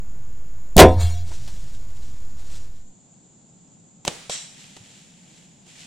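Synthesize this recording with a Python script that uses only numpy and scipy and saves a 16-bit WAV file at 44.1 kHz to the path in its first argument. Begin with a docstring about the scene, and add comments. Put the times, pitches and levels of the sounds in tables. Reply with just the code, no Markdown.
"""A bow fires in a wood: its modes ring and its fittings rattle, and the sound overloads the camera on the bow.
A glassy shimmer hangs after the shot and flares as the arrow strikes a fifth of a second later; then deer
bound off through dry leaves, made of crackling noise and short twig cracks. A crossfade leads to a camera behind
the archer, where the same shot is stereo noise snaps with echoes from the trees, a bright spray follows
the strike, and the deer run off again. Narrow trembling noise bands of insects and a soft air noise lie beneath."""
import sys
import numpy as np
from scipy import signal
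from scipy.fft import rfft, irfft
from scipy.io import wavfile
from scipy.ndimage import map_coordinates

SR = 44100
rng = np.random.default_rng(int(sys.argv[2]) if len(sys.argv) > 2 else 0)


def to_wav(s):
    """Save 16-bit WAV."""
    ch = np.atleast_2d(s).T  # columns
    pcm = np.round(np.clip(ch, -1, 1) * 32767)  # PCM
    wavfile.write(sys.argv[1], SR, pcm.astype(np.int16))


N = 258426
T = np.arange(N) / SR  # time [s]
HZ = np.fft.rfftfreq(N, 1 / SR)
DECAY = np.log(1000)  # a fall of 60 dB, as an exponent

# Pushes on the bow as it fires: (time [s], strength [dB], contact time [s], rattle level [dB])
PUSHES = [(0.7665, -7, .002, -24.5), (0.773, -7.5, .0015, -19), (0.779, -9.5, 0.0014, -3),
          (0.7912, 6, .0005, 7), (0.7992, 4.5, .0005, 5), (0.8108, 3.5, .0006, -8),
          (0.822, -2, .0007, -15.5), (0.858, -8, .006, -35.5)]
# Scattering of a sound by the trees: (centre [Hz], band level [dB], t60 [s])
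TREES = [(150, -24, 0.83), (495, -11.5, 0.42), (1180, -21, 1), (3020, -15.5, 1.15), (5500, -17.5, 1),
         (7600, -16, 0.91), (11400, -30, 0.89)]
# Deer bounding through the leaves, as the bow camera hears them: (time [s], level [dB], rise [s])
BOUNDS = [(1.32, -49, .09), (1.69, -53.5, .25), (2.09, -56, .17), (2.4, -52.3, .02), (2.52, -47.3, .06),
          (2.76, -56, .1)]
REAR_RUN_DELAY_S = 3.287  # the rear camera hears the same run this much later


def amp(db):
    """Decibels to gain."""
    return 10 ** (np.asarray(db) / 20)


def unit(x):
    """Scales to rms 1."""
    return x / np.sqrt(np.mean(x ** 2) + 1e-20)


def read(points):
    """Draws a spectrum table on the frequency axis, straight between points in log frequency."""
    hz, value = np.transpose(points)
    return np.interp(np.log(HZ + 1), np.log(hz + 1), value)


def hump(hz, width_hz):
    """A bell around one frequency, height 1, falling to half at width_hz from its centre."""
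    return 1 / (1 + ((HZ - hz) / width_hz) ** 2)


def noise(colour_db, alike=None):
    """Coloured noise of rms 1: mono, or a stereo pair with the given left-right likeness."""
    mid = rfft(rng.standard_normal(N))
    if alike is None:
        return unit(irfft(mid * amp(colour_db), N))
    side = rfft(rng.standard_normal(N))
    likeness = np.clip(alike, -1, 1)
    mid = mid * np.sqrt(1 + likeness)
    side = side * np.sqrt(1 - likeness)
    return unit(irfft(np.array([mid + side, mid - side]) * amp(colour_db), N))


def waver(per_s, depth_db):
    """A gain that glides between random levels, per_s of them a second, spread by depth_db."""
    levels = rng.standard_normal(8192)
    return amp(depth_db * np.interp(T * per_s, np.arange(8192), levels))


def strike(s, rise, t60, t=T):
    """Envelope that swells exponentially up to time s and then dies away."""
    swell = (t - s) / rise
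    decay = (s - t) * DECAY / t60
    return np.exp(np.maximum(np.minimum(swell, decay), -40))


def swells(rows, t60, t=T):
    """Gain of overlapping swells (time, level, rise) that die away alike; their energies add."""
    return np.sqrt(sum((amp(db) * strike(s, rise, t60, t)) ** 2 for s, db, rise in rows))


def tail(bands):
    """One second of noise whose overlapping bands die at their own speeds."""
    white = rfft(rng.standard_normal(SR))
    log_hz = np.log(np.arange(SR // 2 + 1) + 1)
    centres = np.log([row[0] for row in bands])
    out = 0
    for pick, (_, db, t60) in zip(np.eye(len(bands)), bands):
        band = irfft(white * np.interp(log_hz, centres, pick), SR)
        out = out + unit(band) * amp(db) * np.exp(-DECAY * T[:SR] / t60)
    return out


def add(mix, s, sound):
    """Lays a sound into the mix at time s."""
    part = mix[round(s * SR):][:len(sound)]
    part += sound[:len(part)]


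def swings(rows):
    """Damped oscillations that build up over the rise and then die away."""
    out, t = np.zeros(N), T[:SR]
    for s, hz, db, rise, t60 in rows:
        envelope = np.minimum(t / rise, 1) * np.exp(-DECAY * np.maximum(t - rise, 0) / t60)
        add(out, s, amp(db) * np.sin(2 * np.pi * hz * t) * envelope)
    return out


def bow():
    """Each push feeds the bow's modes and shakes its fittings; a longer contact favours the low modes."""
    # Ringing modes of the bow: (frequency [Hz], level [dB], t60 [s])
    modes = [(175, -24, .36), (201, -43.5, 1.3), (217.4, -21, .26), (247.4, -20, .22), (266.8, -17.5, 0.29),
             (328, -18.5, 0.31), (366, -6.5, 0.19), (396.3, -6.5, 0.16), (437.5, -10, .2),
             (517, -10.5, 0.28), (611.5, -11, .22), (642, -12, .22), (678.5, -10.5, .23), (703, -45.5, 1.2),
             (704, -47, 1.3), (739.4, -10.5, .26), (764.4, -15, 0.13), (882, -18.5, 0.23), (930, -20, .33),
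             (1019.5, -19, 0.28), (1060, -20, .17), (1286, -38, 0.37), (1700, -22.5, 0.11),
             (1980, -25.5, 0.13), (2740, -35, .33), (3382, -26, 0.23), (3450, -26.5, 0.25),
             (3590, -22, 0.22), (5650, -35, .28)]
    # Loose fittings: (centre [Hz], band level [dB], t60 [s])
    rattle = [(119.76, -12.5, .22), (350, -9.5, .18), (880, -10.5, .15), (1270, -23.5, 0.17),
              (1860, -14, .16), (3500, -11, 0.086), (6950, -12.5, 0.089), (14100, -15, 0.043)]
    # Slow swings of limbs and string: (time [s], frequency [Hz], level [dB], rise [s], t60 [s])
    slow_swings = [(0.7637, 185, -1.5, .002, .04), (0.772, 62.12, -6.5, 0.017, 0.41),
                   (0.79, 87.1, -5, 0.045, .45), (0.962, 89.8, -14, 0.0077, 0.61),
                   (1.02, 86.6, -11.5, 0.024, .6), (0.765, 26, -8, .01, 0.46)]
    out, t = np.zeros(N), T[:SR]
    start = PUSHES[0][0] - .004
    for hz, mode_db, t60 in modes:
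        energy = 0
        for s, db, contact, _ in PUSHES:
            push = amp(db) ** 2 / (1 + (hz * contact) ** 2)
            energy = energy + push * strike(s - start, contact, t60, t) ** 2
        bend_hz = 12 * (waver(35, 3)[:SR] - 1)  # the swinging limbs bend the pitch, drawn at random
        turns = np.cumsum(hz + bend_hz) / SR + rng.random()
        ring = np.sqrt(energy) * waver(30, 2.6)[:SR] * np.sin(2 * np.pi * turns)
        add(out, start, amp(mode_db) * ring * np.minimum(t / .003, 1))
    for s, _, _, rattle_db in PUSHES:
        add(out, s, amp(rattle_db) * tail(rattle))
    release_hiss = noise(read([(1000, -13.5), (6000, -2), (16000, 0)]))
    release = release_hiss * amp(-4) * strike(.7672, .0002, 0.0062)
    return out + release + swings(slow_swings)


def snaps(alike):
    """Tilted noise bursts and dull bumps through the air, each burst scattered back by the trees."""
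    # Release, arrow rest, string, arrow's strike, twigs:
    # (time [s], level [dB], rise [s], t60 [s], tilt [dB per octave])
    bursts = [(4.0511, -21.5, 0.00044, .014, 2), (4.059, -31, .0004, 0.011, 9),
              (4.078, -27, 0.0084, 0.08, 1), (4.0785, -10, .0005, 0.019, 0.5),
              (4.297, -24.5, 0.001, 0.04, 1), (4.766, -38, 0.00069, 0.051, 1),
              (5.665, -51, 0.0017, 0.062, 1.5)]
    # Their colour before the tilt: (frequency [Hz], level per Hz [dB])
    colour = [(40, -3), (150, 2), (350, -1.5), (650, 0), (950, -2.5), (1400, -12.5), (3200, -6.5),
              (5000, -12.5), (8000, -11.5), (11000, -29.5), (16000, -42)]
    # Dull bumps: (time [s], frequency [Hz], level [dB], rise [s], t60 [s])
    bumps = [(4.0785, 160, -17.5, 0.0016, .03), (4.0785, 525, -27, .001, .04),
             (4.079, 960, -20, 0.001, 0.0097), (4.2965, 550, -21, 0.0011, 0.015),
             (4.795, 108.2, -44, .015, 0.092)]
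    octaves = np.log2((HZ + 200) / 2000)
    direct, mid, side = swings(bumps), np.zeros(N), np.zeros(N)
    for s, db, rise, t60, tilt in bursts:
        burst = noise(read(colour) + tilt * octaves, (1 + alike) / 2)
        direct = direct + burst * amp(db) * strike(s, rise, t60)
        for echo in (mid, side):  # a longer snap holds more energy and echoes louder
            add(echo, s + 0.0084, amp(db - 3) * np.sqrt(t60) * tail(TREES))
    return direct + np.array([mid + 0.57 * side, mid - 0.74 * side])


def shimmer(patch_s=0.033, patch_hz=130):
    """Noise in narrow bands that flicker in short glassy fragments and flare at the arrow's strike."""
    # Glassy bands: (centre [Hz], level [dB])
    glass = [(2250, -10.5), (2772, -11.5), (3171, -6), (3397, -4), (3731, -6), (3887, -5.5), (4021, -8.5),
             (4215, -1.5), (4619, -7.5), (4802, -6.5), (5055, -5), (5615, -0.5), (6072, -7), (6374, -8),
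             (6842, 0.5), (7230, -5.5), (7488, -12.5), (7817, -5.5), (8258, -16), (8425, -12.5), (8581, -6),
             (8893, -17), (9076, -10.5), (9232, -12), (9432, -15), (9792, -16.5), (9948, -14), (11176, -19),
             (11493, -13), (12258, -19)]
    # Faint fragments between the bands: (frequency [Hz], level [dB])
    glass_bed = [(1000, -50), (1500, -19), (3000, -20), (5000, -32), (9000, -34), (12500, -36),
                 (14000, -27), (15600, -28), (16500, -55)]
    # Swells of the shimmer: (time [s], level [dB], rise [s])
    flares = [(.885, -44.5, .07), (1.012, -33.5, .014)]
    width_hz, flicker_db, flare_t60_s = 52, 8, .66
    hz, t, z = signal.stft(rng.standard_normal(N), SR, nperseg=1024, noverlap=768)
    bands = sum(amp(db) / (1 + ((hz - centre) / width_hz) ** 2) ** 2 for centre, db in glass)
    colour = bands + amp(np.interp(hz, *np.transpose(glass_bed)))
    # smooth random patches over frequency and time
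    grid = np.meshgrid(hz / patch_hz, t / patch_s, indexing="ij")
    patches = map_coordinates(rng.standard_normal((600, 600)), grid, order=1)
    flicker = amp(flicker_db * np.minimum(patches, .6))  # deep holes, even tops
    fragments = signal.istft(z * colour[:, None] * flicker, SR, nperseg=1024, noverlap=768)[1][:N]
    return unit(fragments) * swells(flares, flare_t60_s) * (T > PUSHES[0][0])


def knocks():
    """Coloured noise bursts for knocks out in the wood, tilted above about 2 kHz."""
    # Arrow's strike first: (time [s], level [dB], rise [s], t60 [s], tilt [dB per octave])
    wood_knocks = [(1.011, -36.5, 0.035, 0.29, -19), (1.098, -46.5, .008, 0.32, -19),
                   (1.317, -44, .008, 0.088, -13), (1.478, -40.5, .002, 0.096, 5)]
    # Their colour before the tilt: (frequency [Hz], level per Hz [dB])
    colour = [(100, -1), (300, 3), (700, 7.5), (1500, -3), (4000, -2), (7000, -10), (11000, -24),
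              (16000, -34)]
    octaves = np.maximum(np.log2((HZ + 200) / 2000), 0)
    out = 0
    for s, db, rise, t60, tilt in wood_knocks:
        out = out + noise(read(colour) + tilt * octaves) * amp(db) * strike(s, rise, t60)
    return out


def spray(alike):
    """Bright resonant noise that opens at the arrow's strike, swells and dies away."""
    # Spray colour: (frequency [Hz], level per Hz [dB])
    colour = [(200, -29), (600, -3.5), (1100, -10), (2000, -1.5), (3400, 0), (4700, -1.5), (8200, 4.5),
              (9500, -13), (12000, -23), (16000, -38)]
    # Resonances on top of it: (frequency [Hz], width [Hz], boost [dB])
    peaks = [(3220, 160, 4.5), (3920, 120, 7.5), (5200, 70, -4), (5620, 140, 8), (6250, 60, -1),
             (7400, 70, 8), (8060, 120, 3)]
    resonances = sum(db * hump(hz, width) for hz, width, db in peaks)
    hiss = noise(read(colour) + resonances, alike)
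    return hiss * amp(-28.0) * strike(4.324, 0.042, 0.55) * (T > 4.297)


def handling():
    """Low rumble of the hand on the bow: a steady grip, and one swell as the bow is lowered."""
    rumble = noise(read([(8, 0), (25, 1), (60, -10.5), (110, -11.5), (250, -34), (1000, -58.5)]))
    grip = amp(-42)
    lowering = amp(-35) * strike(1.45, 0.33, 3.5)
    return rumble * np.hypot(grip, lowering)


def leaves(colour, alike=None, crackle_db=1.5, clump_db=2.5):
    """Dry leaves: noise crackling in clumps, with short cracks of twigs breaking under the hooves."""
    # Twig colour: (frequency [Hz], level per Hz [dB])
    twig_colour = [(300, -8), (1000, -6), (2000, -2), (3500, 0), (5000, -8), (9000, -16), (16000, -40)]
    twigs_per_s, twig_db, twig_t60_s = 14, 1, .04
    rustle = unit(noise(read(colour), alike) * waver(900, crackle_db) * waver(32, clump_db))
    breaks = (rng.random(N) < twigs_per_s / SR) * rng.random(N)  # random times and strengths
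    cracks = signal.oaconvolve(breaks, np.exp(-DECAY * T[:SR // 4] / twig_t60_s))[:N]
    return rustle + amp(twig_db) * cracks * noise(read(twig_colour))


def running(t):
    """Stir of the leaves: a swell for each bound over a fading scuffle that rises with the first."""
    settle_t60_s, scuffle_db, scuffle_t60_s = .92, -53.5, 4.2
    start, _, rise = BOUNDS[0]
    scuffle = amp(scuffle_db) * strike(start, rise, scuffle_t60_s, t)
    return np.hypot(swells(BOUNDS, settle_t60_s, t), scuffle)


def insects(hz, width_hz, db, alike=None):
    """Many far insects merge into one narrow trembling band of noise."""
    band_db = 40 * np.log10(hump(hz, 1.2 * width_hz))
    return amp(db) * noise(band_db, alike) * waver(50, 1.0)


def air_bow():
    """Steady noise of the still wood at the bow camera."""
    # Air colour: (frequency [Hz], level per Hz [dB])
    colour = [(10, 2), (25, -3), (50, -4.5), (100, -12), (180, -18), (400, -29), (800, -33), (1500, -37),
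              (3500, -45.5), (6000, -47), (10000, -52.5), (16000, -61)]
    return amp(-41) * noise(read(colour))


def air_rear(alike):
    """Stereo noise of the still wood at the rear camera, wavering slightly."""
    # Air colour: (frequency [Hz], level per Hz [dB])
    colour = [(20, -20), (70, -19), (120, -7.5), (170, 1), (250, -8), (400, -17.5), (600, -19.5),
              (800, -19), (1100, -28), (2000, -33.5), (3500, -31), (6000, -33), (8500, -35), (10500, -62),
              (16000, -70)]
    return amp(-54) * noise(read(colour), alike) * waver(6.7, 0.5)


def lull(wood):
    """Sinks the wood's hiss, above about 2600 Hz, by 20 dB for a moment after the shot."""
    start_s, ramp_s, hold_s, depth_db = .8, .052, 0.37, -20
    corners = start_s + np.cumsum([0, ramp_s, hold_s, ramp_s])
    gain = amp(np.interp(T, corners, [0, depth_db, depth_db, 0]))
    low = irfft(rfft(wood) / (1 + (HZ / 2600) ** 6), N)
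    return low + (wood - low) * gain


def bow_camera():
    """Mono; the shot reaches the microphone through the bow itself and drives it into clipping."""
    # Leaf colour: (frequency [Hz], level per Hz [dB])
    leaf_colour = [(300, 1.5), (1000, -5), (2000, -2), (3800, 2), (6000, 2.5), (8000, 1.5), (10000, -8.5),
                   (13000, -18), (16000, -23)]
    wood = air_bow() + insects(7000, 480, -60) + insects(12000, 450, -73)
    wood = wood + leaves(leaf_colour) * running(T)
    add(wood, .8, amp(-35) * tail(TREES))  # the trees return the shot
    offset = .08  # the input sits slightly off centre, so it clips unevenly
    return np.clip(bow() + shimmer() + knocks() + handling() + lull(wood) + offset, -1, 1)


def rear_camera():
    """Stereo; the shot, spray and run arrive through the air over the insects and still wood."""
    # Left-right likeness: (frequency [Hz], likeness [1 = identical])
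    likeness = [(100, 1), (500, 0.51), (1500, 0.11), (4000, 0.73), (8000, 0.04), (16000, 0.19)]
    # Leaf colour: (frequency [Hz], level per Hz [dB])
    leaf_colour = [(300, -13.5), (700, -8), (1150, -11), (1800, -2.5), (3200, 1.5), (4600, -3.5),
                   (6000, -2), (7800, -.5), (9200, -8.5), (11000, -19.5), (14000, -26), (16000, -44)]
    alike = read(likeness)
    since_first_bound = T - REAR_RUN_DELAY_S - BOUNDS[0][0]
    carry = amp(1.2 + 1.2 * since_first_bound)  # the run carries better, by 1.2 dB a second
    run = leaves(leaf_colour, alike, crackle_db=1.5, clump_db=0.3) * running(T - REAR_RUN_DELAY_S)
    background = air_rear(alike) + insects(7170, 650, -57.5, alike)
    return snaps(alike) + spray(alike) + carry * run + background


def scene():
    """The bow camera crossfades into the rear camera."""
    # Crossfade: (start [s], end [s])
    fade = (2.584, 2.938)
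    share = np.interp(T, fade, (0, 1))
    return (1 - share) * bow_camera() + share * rear_camera()


def record(dry):
    """Low-pass filter that limits the band to 16.3 kHz."""
    lowpass = signal.firwin(255, 16300, window=("kaiser", 8), fs=SR)
    return signal.oaconvolve(dry, lowpass[None], "same")


dry = scene()
out = record(dry)
to_wav(out)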